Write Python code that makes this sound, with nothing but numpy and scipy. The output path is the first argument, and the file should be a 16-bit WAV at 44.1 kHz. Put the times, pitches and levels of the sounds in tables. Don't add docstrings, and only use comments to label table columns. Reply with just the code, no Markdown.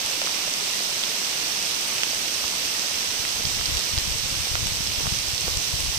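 import sys
import numpy as np
from scipy import signal
from scipy.fft import rfft, irfft, next_fast_len
from scipy.io import wavfile
from scipy.ndimage import uniform_filter1d, map_coordinates

SR = 44100
rng = np.random.default_rng(int(sys.argv[2]) if len(sys.argv) > 2 else 0)


def transcribe(signal):
    frames = np.atleast_2d(signal).T
    limited = np.clip(frames, -1, 1)
    pcm = np.round(limited * 32767).astype(np.int16)
    wavfile.write(sys.argv[1], SR, pcm)


def gain_from_decibels(decibels):
    exponent = np.asarray(decibels, float) / 20
    return 10 ** exponent


N = 263713


def unit(x):
    return x / np.sqrt(np.mean(x ** 2) + 1e-20)


def along(points, hz):
    point_hz, value = np.transpose(points)
    return np.interp(np.log(hz + 1), np.log(point_hz + 1), value)


def curves(rows):
    s, *columns = np.transpose(rows)
    return [np.interp(np.arange(N) / SR, s, column) for column in columns]


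def wobble(rate):
    knots = rng.standard_normal(int(N * rate / SR) + 4)
    return map_coordinates(knots, [np.arange(N) * rate / SR])


def filtered(x, response):
    size = next_fast_len(N + 8192)
    hz = np.fft.rfftfreq(size, 1 / SR)
    return irfft(rfft(x, size) * response(hz), size)[..., :N]


def causal(points):
    gain = gain_from_decibels(along(points, np.fft.rfftfreq(4096, 1 / SR)))
    cepstrum = irfft(np.log(gain))
    cepstrum[1:2048] *= 2
    cepstrum[2049:] = 0
    return irfft(np.exp(rfft(cepstrum)))[:2048]


# start_s, level_db, suction_to_push_ms (negative = push first)
STRONG_EDDIES = [(0.05, -35, 4), (2.45, -34, 4), (3.201, -29, -4.5), (3.453, -20.5, -4), (3.471, -22, 3.5),
                 (3.608, -25, 8), (3.724, -21, 5.5), (3.77, -20, 8.5), (3.94, -20.5, -4), (3.98, -14, 5.5),
                 (4.079, -25, -3.5), (4.117, -21, 8), (4.328, -24.5, 3.5), (4.403, -22, 5.5),
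                 (4.517, -19.5, 5.5), (4.546, -19.5, 5.1), (4.629, -19.5, 4.2), (4.661, -21.5, 3),
                 (4.722, -23.5, 4), (4.807, -23.5, 2.5), (4.985, -20, 6), (5.061, -21, 3.5),
                 (5.078, -20, 3), (5.126, -17, 3.5), (5.338, -22, 4), (5.482, -23, -7.5), (5.574, -18, 4.5),
                 (5.741, -16.5, 4.5), (5.853, -20, 5), (5.895, -21, -6.5)]


def eddies(breeze_db, count):
    shedding_from_s, over_breeze_db, mean_ms = 3.3, 16.5, 5.7
    chance = rng.random((count, 4))
    when_s = shedding_from_s + chance[:, 0] * (N / SR - shedding_from_s)
    breeze_then_db = breeze_db[(when_s * SR).astype(int).clip(0, N - 1)]
    small_db = breeze_then_db + over_breeze_db + 11.0 * (chance[:, 1] - 0.5)
    push_first = np.where(chance[:, 3] < 0.25, -1, 1)
    small_ms = mean_ms * 2 ** (2.1 * (chance[:, 2] - 0.5)) * push_first
    pressure = np.zeros(N + 2000)
    t = np.arange(-1000, 1000) / SR
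    for s, db, ms in list(STRONG_EDDIES) + list(zip(when_s, small_db, small_ms)):
        u = t / (ms / 2000)
        thump = (u - 0.2) * np.exp(-u ** 2 / 2)
        pressure[round(s * SR) - 1000:][:len(t)] += gain_from_decibels(db + 4.5) * thump
    return filtered(pressure[:N], lambda hz: hz ** 2 / (30 ** 2 + hz ** 2))


# time_s, level_db
BREEZE_STRENGTH = [(1.9, -62), (2.88, -60), (3.24, -57), (3.4, -48), (3.78, -44.5), (3.85, -58),
                   (3.95, -45), (4.4, -46.5), (4.47, -52), (4.6, -45), (4.86, -47), (5.1, -44), (5.28, -50),
                   (5.55, -43), (5.65, -44), (5.98, -41.5)]
# pitch_hz, level_db (per Hz)
BUFFET_SPECTRUM = [
    (15, -13),
    (40, -8),
    (80, -4),
    (150, -10),
    (260, -23.5),
    (500, -62),
]


def breeze():
    lee_db, lee_share = -51.5, 0.53
    left_db, = curves([(0, -95)] + list(BREEZE_STRENGTH))
    right_db = lee_db + lee_share * (left_db + 54.5)
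    noise = filtered(rng.standard_normal((2, N)), lambda hz: gain_from_decibels(along(BUFFET_SPECTRUM, hz)))
    lumps = gain_from_decibels(2.9 * np.array([wobble(25), wobble(25)]))
    buffet = gain_from_decibels([left_db + 8.5, right_db]) * unit(noise * lumps)
    return buffet + np.array([eddies(left_db, count=60), np.zeros(N)])


PORT_GAP_S = 0.00047


def hiss(patchy_db, alike):
    spectrum = signal.stft(rng.standard_normal((2, N)), nperseg=512)[2]
    patches = rng.standard_normal(spectrum.shape[1:])
    patches = uniform_filter1d(uniform_filter1d(patches, size=8, axis=0), size=8, axis=1)
    pair = signal.istft(spectrum * gain_from_decibels(patchy_db * unit(patches)), nperseg=512)[1][:, :N]

    def middle_and_side(hz):
        likeness = np.clip(alike * np.sinc(2 * hz * PORT_GAP_S), -1, 1)
        angle = np.arccos(likeness) / 2
        return np.array([np.cos(angle), np.sin(angle)])

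    mid, side = filtered(pair, middle_and_side)
    return unit(np.array([mid + side, mid - side]))


def taps(s, hz, cycles, db, size):
    life_s = cycles / hz
    start = np.floor(s * SR).astype(int)
    t = np.arange(size) / SR - (s - start / SR)[:, None]
    height = gain_from_decibels(db) / np.sqrt(hz / SR) / (life_s * SR)
    age = np.maximum(t, 0) / life_s[:, None]
    ring = np.sin(2 * np.pi * hz[:, None] * t) * age * np.exp(-age)
    at = np.clip(start[:, None] + np.arange(size), 0, N)
    return np.bincount(at.ravel(), (height[:, None] * ring).ravel(), N + 1)[:N]


def patter(count, centre_hz, octaves, db, spread_db, shadow_db, size):
    chance = rng.random((count, 5))
    s = chance[:, 0] * N / SR
    hz = np.clip(centre_hz * 2 ** (octaves * (2 * chance[:, 1] - 1)), 200, 15000)
    level_db = db - spread_db * np.log(chance[:, 2] + 0.007)
    side = 2 * chance[:, 3] - 1
    cycles = 0.16 + 0.5 * chance[:, 4]
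    ports = []
    for way in (1, -1):
        arrival_s = s - way * side * PORT_GAP_S / 2
        ports.append(taps(arrival_s, hz, cycles, level_db + way * shadow_db * side, size))
    return np.array(ports)


# start_s, pitch_hz, spread_octaves, left_db, right_db (over the hiss)
LEAF_SPLATS = [(0.2172, 2900, 0.55, 15, 10.5), (0.219, 606, 0.62, 16.5, 16), (4.873, 5400, 0.24, 12.5, 18),
               (0.2732, 1310, 0.75, 17, 13.5), (0.479, 607, 0.61, 11, 9), (0.63, 397, 0.84, 11, 12),
               (0.8065, 600, 1.5, 9, 7), (1.2176, 400, 1.2, 12, -2), (1.0374, 3400, 0.53, 14.5, 17),
               (1.982, 2570, 1, 6, 12), (2.0345, 2420, 1.07, 18, 20), (2.1335, 644, 0.74, 12, 12),
               (2.4421, 1010, 1.2, 8.5, 11), (3.2522, 2000, 1.3, -3, 14), (0.2465, 520, 0.7, 10, 9),
               (3.6121, 1340, 1.9, 3, 12.5), (3.8927, 520, 1.4, 7, 6), (0.295, 900, 0.65, 10, 10),
               (4.5546, 1690, 1.24, 17, 20.5), (4.9192, 3120, 0.58, 7, 12), (5.0067, 390, 1.16, 19.5, 4),
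               (5.058, 1000, 1.0, 8, 15), (5.0691, 1090, 1.2, 9, 18), (5.4814, 474, 0.62, 20, 20)]
# start_s, pitch_hz, left_db, right_db (over the hiss)
GRASS_TICKS = [(0.0618, 8720, 17, 5), (0.5385, 6540, 17, 12.5), (0.836, 8750, 15.5, 11.5),
               (1.6274, 9850, 15, 15), (1.813, 8380, 14, -3), (1.8862, 10000, 19, 5), (1.886, 14500, 17, 2),
               (2.1471, 7780, 17, 8.5), (2.7948, 6600, 13.5, 13), (3.0584, 8850, 13, 5),
               (3.4534, 4600, 8, 16), (3.6574, 4750, 13, 14.5), (3.661, 5500, 9.5, 15),
               (3.9778, 4090, 16, 15), (3.751, 9700, 9.5, 17), (3.771, 9400, 8, 20), (3.794, 8590, 16, 12),
               (3.986, 5100, 17, 15), (4.39, 7300, 10, -3), (4.484, 9850, 13, 3.5), (4.6718, 8200, 12, -6),
               (4.6704, 15000, 30, 3), (4.757, 6140, 19, -3), (0.2652, 4150, 14, 11),
               (5.1876, 8140, 11.5, 13), (5.38, 4630, 5, 14), (5.4094, 8350, 15, 10),
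               (5.5715, 8200, 15.5, 16), (5.8052, 10000, 16, 14.5), (5.8043, 14870, 20, 1)]


def near_drops():
    tick_spread_octaves = 0.71
    ticks = [(s, hz, tick_spread_octaves, left, right) for s, hz, left, right in GRASS_TICKS]
    s, hz, spread, left_db, right_db = np.transpose(list(LEAF_SPLATS) + ticks)
    crack_db = -11.5 - 1.5 * np.log2(np.maximum(hz / 4000, 1))
    cycles = 0.46 / np.clip(spread, 0.15, 3)
    side = np.tanh((left_db - right_db) / 8)
    ports = []
    for way, db in ((0.97, left_db), (-1.26, right_db)):
        start_s = s - cycles / hz - way * side * PORT_GAP_S / 2
        ring = taps(start_s, hz, cycles, db + 9.0, size=900)
        crack = taps(start_s, 1.4 * hz.clip(0, 6000), 0.16 + 0 * hz, db + crack_db + 12.5, size=200)
        ports.append(filtered(ring + crack, lambda f: (1j * f / (200 + 1j * f)) ** 2))
    echo = np.zeros((2, 400))
    echo[:, 0] = 1
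    echo[:, 30::37] = gain_from_decibels(-14.0) * rng.standard_normal((2, 10)) * np.exp(-np.arange(10) / 4)
    return signal.fftconvolve(ports, echo, axes=1)[:, :N]


# time_s, level_db
RAIN_STRENGTH = [
    (0, -29),
    (1, -28.5),
    (2, -28.5),
    (3, -28.5),
    (3.6, -28.5),
    (4.2, -29),
    (5, -29),
    (5.98, -28.5),
]
# pitch_hz, gain_db
LEFT_RESONANCES = [(60, -20), (170, -11), (900, -11), (1650, -10), (2800, -5), (4100, -9), (6200, -20),
                   (7200, -9), (8200, -3.5), (9500, -12), (12200, -16.5), (13800, -56), (15300, -46),
                   (16400, -81)]
# pitch_hz, gain_db
RIGHT_RESONANCES = [(60, -19), (170, -13), (1050, -9), (1650, -10), (2800, -2.5), (4100, -1.17),
                    (5600, 2.5), (6400, -0.1), (7600, -17), (9300, -22.5), (11800, -17.5), (13600, -11),
                    (15350, -16), (15700, -76)]


def rain():
    level_db, = curves(RAIN_STRENGTH)
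    low_db = 1.06 - 0.4259 * np.arange(N) / SR
    spray = patter(count=9000, centre_hz=6100, octaves=1.31, db=0, spread_db=3, shadow_db=7.0, size=100)
    thuds = patter(count=900, centre_hz=780, octaves=1.85, db=1.0, spread_db=3, shadow_db=7.0, size=500)
    swell = gain_from_decibels(0.13 * wobble(4.15) + 0.27 * wobble(20))
    far = gain_from_decibels(-2.0) * hiss(patchy_db=0.59, alike=0.99) * swell
    air = far + spray + thuds + near_drops()
    low = filtered(air, lambda hz: 1 / (1 + (hz / 3000) ** 4))
    air = gain_from_decibels(level_db + 13) * (air + (gain_from_decibels(low_db) - 1) * low)
    return signal.fftconvolve(air, [causal(LEFT_RESONANCES), causal(RIGHT_RESONANCES)], axes=1)[:, :N]


def scene():
    return breeze() + rain()


def low_pass(x):
    return signal.sosfilt(signal.butter(12, 15830, fs=SR, output="sos"), x)


def record(dry):
    return low_pass(dry)


dry = scene()
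out = record(dry)
transcribe(out)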